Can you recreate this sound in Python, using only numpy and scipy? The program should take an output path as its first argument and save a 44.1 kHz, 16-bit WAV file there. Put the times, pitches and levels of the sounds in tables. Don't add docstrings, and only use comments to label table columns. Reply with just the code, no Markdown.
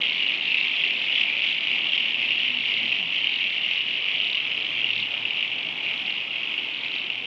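import sys
import numpy as np
from scipy import signal
from scipy.fft import rfft, irfft
from scipy.io import wavfile
from scipy.ndimage import uniform_filter1d, map_coordinates

SR = 44100
rng = np.random.default_rng(int(sys.argv[2]) if len(sys.argv) > 2 else 0)


def gain_from_db(level_db):
    decades = np.asarray(level_db, float) / 20
    return 10 ** decades


def generate_wav(sig):
    pcm = np.round(np.clip(np.atleast_2d(sig).T, -1, 1) * 32767).astype(np.int16)
    wavfile.write(sys.argv[1], SR, pcm)


N = 320166

# peak time in seconds, peak in dB, sac resonance in Hz.
NEAR = [(0.0626, -14, 2870), (0.0941, -12, 2840), (0.409, -14, 2820), (0.5432, -9.5, 2560),
        (0.57, -10.5, 2720), (0.837, -9.5, 2740), (1.0977, -13, 2880), (1.4195, -9.5, 2730),
        (1.6711, -8.5, 2910), (1.92, -13.5, 2850), (1.9776, -8.5, 2740), (2.1439, -9.5, 2900),
        (2.3056, -11, 2690), (2.9178, -9.5, 2740), (3.027, -12, 2940), (3.3878, -13.5, 3090),
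        (3.8061, -12.5, 2930), (4.201, -10, 2940), (4.346, -11, 2790), (4.4945, -17, 2720),
        (4.5485, -14.5, 2830), (4.8441, -9, 2850), (4.9044, -10, 2840), (5.252, -11.5, 2730),
        (5.4069, -12, 2870), (5.4261, -11.5, 2900), (5.5159, -14.5, 2740), (6.4318, -12.5, 2830),
        (6.5784, -13.5, 2770), (7.101, -10.5, 2750)]
# time in seconds, swell in dB, sac resonance in Hz.
SURGES = [(0.072, 1.5, 2855), (.25, 1, 2900), (.57, 2.5, 2680), (.86, 2, 2600), (1.17, 4, 2750),
          (1.431, 2, 2750), (1.70, 2, 2910), (1.97, 2, 2640), (2.17, 0, 2700), (2.32, 1, 2700),
          (2.42, 0.5, 2830), (2.69, 2, 2790), (2.91, 1.5, 2780), (3.23, 2, 2750), (3.401, 3, 2820),
          (3.728, 2, 2790), (3.92, 1, 2650), (4.07, 1, 2750), (4.30, 0.5, 2900), (4.53, 1.5, 2600),
          (4.82, 1.5, 2930), (4.98, 2.5, 2850), (5.421, 3.5, 2750), (5.65, 0, 2660), (5.899, 3, 2780),
          (6.139, 1, 2880), (6.42, 1, 2990), (6.57, 0, 2750), (6.93, 1.5, 2680), (7.11, -1, 2750)]
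# time in seconds, crowd level in dB.
FACING = [
    (0.0, -24.5),
    (1.72, -26),
    (1.82, -25.5),
    (4.63, -27),
    (5.84, -30),
    (5.96, -29),
    (7.26, -30.5),
]
# frequency in Hz, level in dB per Hz.
THROAT = [(900, -65), (1500, -36), (1800, -20.5), (2150, -8.5), (2850, -2), (3350, -9), (3700, -21),
          (4100, -28.5), (5000, -34.5), (5600, -37.5), (6100, -45), (7500, -51.5), (8600, -68),
          (9100, -95.5)]
# frequency in Hz, level in dB per Hz.
SMALL = [(1200, -50), (2000, -20), (2700, -5), (3300, -2), (3750, -3), (4200, -9), (4650, -15), (5100, -28),
         (5800, -38), (6800, -46), (7500, -50), (8600, -70), (9100, -90)]
# time in seconds, wind level in dB, rustle level in dB.
AIR = [(0.0, -45, -79), (0.2, -46, -82), (1.01, -46.5, -87), (3.05, -47, -87.5), (3.21, -48, -86),
       (4.29, -47.5, -85.5), (5.26, -46.5, -79.5), (5.52, -46.5, -89), (5.92, -45.5, -79.5),
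       (6.33, -48, -85), (6.57, -46.5, -77), (6.69, -48, -83.5), (7.1, -47.5, -84.5), (7.26, -48.5, -84.5)]


def along(points, hz):
    f, v = np.transpose(points)
    return np.interp(np.log(hz + 1), np.log(f + 1), v)


def curves(rows):
    s, *cols = np.transpose(rows)
    return [np.interp(np.arange(N) / SR, s, c) for c in cols]


def unit(x):
    return x / np.sqrt(np.mean(x ** 2) + 1e-20)


def wobble(rate):
    knots = rng.standard_normal(int(N * rate / SR) + 4)
    return map_coordinates(knots, [np.arange(N) * rate / SR])


def clicks(s, db, throat, sac_hz, width_hz, ring_db, octave_db):
    size = 512
    hz = np.fft.rfftfreq(2 * size, 1 / SR)
    lift_db = ring_db / (1 + ((hz - sac_hz[:, None]) / width_hz) ** 2)
    lift_db += octave_db / (1 + ((hz - 2 * sac_hz[:, None]) / 300) ** 2)
    cepstrum = irfft(np.log(gain_from_db(along(throat, hz) + lift_db)))
    cepstrum[:, 1:size] *= 2
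    cepstrum[:, size + 1:] = 0
    lag_s = rng.uniform([.0004, .0015], [.0015, .004], (len(s), 2))[:, :, None]
    bounce = 1 + (gain_from_db([[-8], [-9]]) * np.exp(-2j * np.pi * hz * lag_s)).sum(axis=1)
    shape = irfft(np.exp(rfft(cepstrum)) * bounce)[:, :size]
    shape *= (gain_from_db(db) / np.abs(shape).max(axis=1))[:, None]
    start = np.round(s * SR).astype(int) - np.abs(shape).argmax(axis=1) + size
    places = start[:, None] + np.arange(size)
    return np.bincount(places.ravel(), shape.ravel(), N + 2 * SR)[size:N + size]


def call(top_s, top_db, gap_s, uneven_db):
    rise_db, fall_db, hurry = 1.0, 2.5, .2
    step = np.arange(-6, 3)
    after = np.maximum(step, 0)
    s = top_s[:, None] + gap_s[:, None] * (step - hurry * after * (after + 1) / 2)
    db = top_db[:, None] + rise_db * np.minimum(step, 0) - fall_db * after
    db = db + uneven_db * rng.standard_normal(s.shape)
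    return np.maximum(s, 0), np.where(s > 0, db, -120)


def loudest_clicks():
    s, db, hz = np.transpose(NEAR)
    return clicks(s + 0.0012, db - 0.74, THROAT, hz, width_hz=280, ring_db=13, octave_db=6.5)


def leading_calls():
    s, swell_db, hz = np.transpose(SURGES)
    gap_s = .028 * rng.uniform(.8, 1.2, len(s))
    facing_db = np.interp(s, np.arange(N) / SR, curves(FACING)[0])
    lead_db = 10
    s, db = call(s + 1.5 * gap_s, facing_db + lead_db + swell_db, gap_s, uneven_db=1.6)
    hz = np.repeat(hz, s.shape[1])
    return clicks(s.ravel(), db.ravel(), THROAT, hz, width_hz=340, ring_db=9, octave_db=8.5)


def smallest_calls():
    # loudest click in seconds, its peak in dB, gap between clicks in seconds.
    bright = [(.098, -24.5, 0.04), (.279, -26.5, 0.049), (.544, -29, 0.034), (.605, -27, .030),
              (.765, -27, 0.082), (1.023, -27.5, 0.029), (1.186, -31.5, .033), (1.493, -28.5, 0.023),
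              (1.672, -29, .032), (1.953, -28, 0.033), (2.093, -33, .034), (2.391, -29.5, .033),
              (2.622, -30.5, .034), (2.740, -27.5, .028), (2.904, -31.5, 0.026), (3.203, -31.5, 0.041),
              (3.359, -27.5, 0.021), (3.504, -32.5, .030), (3.786, -32, 0.026), (3.975, -35, 0.039),
              (4.331, -25, .0285), (4.70, -34, 0.042), (5.001, -25, 0.022), (5.366, -36, .030),
              (5.630, -35, 0.043), (6.107, -28.5, 0.043), (6.541, -41.5, .030), (6.756, -38, 0.044),
              (6.955, -28, 0.036), (7.102, -35, 0.038)]
    s, db = call(*np.transpose(bright), uneven_db=.8)
    hz = 3720 + 0 * s.ravel()
    return clicks(s.ravel(), db.ravel() + 8, SMALL, hz, width_hz=140, ring_db=6.5, octave_db=1)


def crowd(throat, count, sac_hz, spread, far_db, width_hz, ring_db, octave_db):
    turn, pace, pitch, far = rng.uniform(size=(count, 4)).T[:, :, None]
    step = np.arange(9)
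    begin = (np.arange(count)[:, None] + turn) / count * (N / SR + .2) - .2
    s = begin + (.022 + .012 * pace) * (step - .015 * step ** 2) + rng.normal(0, .0008, (count, 9))
    swell_db = -7 * ((step - 5.5) / 5.5) ** 2 + rng.normal(0, 1.2, (count, 9))
    hz = sac_hz * np.exp(spread * (2 * pitch - 1)) + 0 * step
    gap_s = np.abs(s[..., None] - np.transpose(NEAR)[0] + .002).min(axis=-1)
    heard = (s > 0) & (gap_s > .004)
    db = (swell_db - far_db * far)[heard]
    chorus = clicks(s[heard], db, throat, hz[heard], width_hz, ring_db, octave_db)
    effort = np.sqrt(np.abs(uniform_filter1d(chorus ** 2, SR // 4)) + 1e-12)
    return chorus / effort


def slope(x):
    # frequency in Hz, time to fall 60 dB in seconds.
    decay = [(1500, 0.6), (3000, 0.53), (8000, 0.39)]
    piece = SR // 3
    x = np.pad(x, (piece // 2, 2 * piece))
    answer = np.zeros(N + 3 * SR)
    blend = np.sin(np.pi * np.arange(2 * piece) / (2 * piece))
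    for start in range(0, N + piece // 2, piece):
        hz, t, z = signal.stft(rng.standard_normal(SR // 2), SR, nperseg=256)
        fade = gain_from_db(-60 * t / along(decay, hz)[:, None])
        tail = signal.istft(z * fade, SR, nperseg=256)[1]
        echo = signal.fftconvolve(x[start:start + 2 * piece] * blend, tail / np.linalg.norm(tail))
        answer[start:start + len(echo)] += echo
    return answer[piece // 2:][:N]


def frogs():
    t = np.arange(N) / SR
    facing_db, = curves(FACING)
    surge_s = .055
    surge_db = sum(db * np.exp(-((t - s) / surge_s) ** 2) for s, db, _ in SURGES)
    crowd_db = facing_db + 2 + surge_db + 1.0 * wobble(32)
    small_db = facing_db - 17 + .6 * surge_db
    hush_s, hush_db = .005, 4.5
    hush = gain_from_db(-hush_db * sum(np.exp(-((t - s + hush_s) / hush_s) ** 2) for s, _, _ in NEAR))
    near = leading_calls() + smallest_calls()
    middle = crowd(THROAT, count=260, sac_hz=2720, spread=.19, far_db=12.0,
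                   width_hz=330, ring_db=12.5, octave_db=4.5)
    small = crowd(SMALL, count=90, sac_hz=3550, spread=.08, far_db=8,
                  width_hz=350, ring_db=8, octave_db=5)
    farthest = crowd(THROAT, count=200, sac_hz=2750, spread=0.31, far_db=8.5,
                     width_hz=170, ring_db=2, octave_db=5.0)
    farthest = farthest * np.minimum(1, t / .01)
    behind = gain_from_db(crowd_db - 4.5) * middle + gain_from_db(small_db) * small
    direct = loudest_clicks() + hush * (near + behind)
    melted = hush * gain_from_db(crowd_db - 6.5) * unit(slope(farthest))
    return direct + gain_from_db(-17.5) * slope(direct) + melted


def rush(spectrum, patchy_db):
    hz, _, z = signal.stft(rng.standard_normal(N), SR, nperseg=2048)
    field = uniform_filter1d(rng.standard_normal(z.shape), 12, 0)
    field = uniform_filter1d(field, 3, 1)
    gain = gain_from_db(along(spectrum, hz)[:, None] + patchy_db * unit(field))
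    return unit(signal.istft(z * gain, nperseg=2048)[1][:N])


def wind():
    # frequency in Hz, level in dB per Hz.
    wind_colour = [(15, -62), (25, -29), (58, -20), (91, -22), (146, -5), (286, -1.5), (444, -6), (700, -5),
                   (1700, -10.5), (4000, -23), (5800, -29), (7500, -38), (8600, -51), (9100, -70)]
    wind_db, _ = curves(AIR)
    return gain_from_db(wind_db + 1.36 + 0.31 * wobble(6)) * rush(wind_colour, patchy_db=1.25)


def rustle():
    # frequency in Hz, level in dB per Hz.
    grass_colour = [(8000, -62), (9100, -21), (9400, -9.5), (10500, -4.5), (11400, -5), (11800, -1.5),
                    (12500, -4), (13000, -11), (13500, -20), (14500, -83)]
    # time in seconds, peak in dB.
    ticks = [
        (.70, -72),
        (.828, -70),
        (4.06, -68),
        (6.367, -68),
        (7.037, -68),
        (7.102, -71),
    ]
    _, rustle_db = curves(AIR)
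    level = gain_from_db(rustle_db + 2.2 * wobble(150))
    t = np.arange(N) / SR
    for s, db in ticks:
        level = level + gain_from_db(db - 60 * np.abs(t - s) / .03) * (t >= s)
    return level * rush(grass_colour, patchy_db=.8)


def tone(rows, waver, flutter_db, octave_db):
    hz, db = curves(rows)
    phase = 2 * np.pi * np.cumsum(hz * (1 + waver * wobble(14))) / SR
    octave = gain_from_db(octave_db + 3 * wobble(11)) * np.sin(2 * phase)
    return gain_from_db(db + 5.0 + flutter_db * wobble(13)) * (np.sin(phase) + octave)


def hum():
    # time in seconds, pitch in Hz, level in dB.
    hum_path = [(0, 116.1, -85.5), (1.7, 117, -72), (2.1, 118, -64), (2.9, 118, -60), (3.1, 117.5, -70),
                (4.3, 116, -66), (4.6, 116, -63), (5.0, 116.1, -60), (5.4, 115.8, -64), (6.35, 117.4, -71),
                (6.9, 116.4, -64), (7.26, 114.6, -64)]
    return tone(hum_path, waver=.02, flutter_db=3, octave_db=-5)


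def fly():
    # time in seconds, pitch in Hz, level in dB.
    flight = [
        (1.7, 236, -79),
        (2.1, 240, -55),
        (2.35, 238, -58),
        (2.55, 244, -55),
        (2.7, 236, -57),
        (2.93, 240, -56),
        (3.0, 200, -52),
        (3.08, 160, -59),
        (3.2, 151, -83),
    ]
    return tone(flight, waver=.022, flutter_db=4, octave_db=-18)


def scene():
    return (frogs() + wind() + rustle() + hum() + fly())[None]


def band_limit(x):
    return signal.sosfilt(signal.butter(12, 13450, fs=SR, output="sos"), x)


def record(dry):
    to_edge = np.minimum(np.arange(N), N - np.arange(N))
    mix = dry * np.minimum(1, to_edge / (.002 * SR))
    return band_limit(mix)


dry = scene()
out = record(dry)
generate_wav(out)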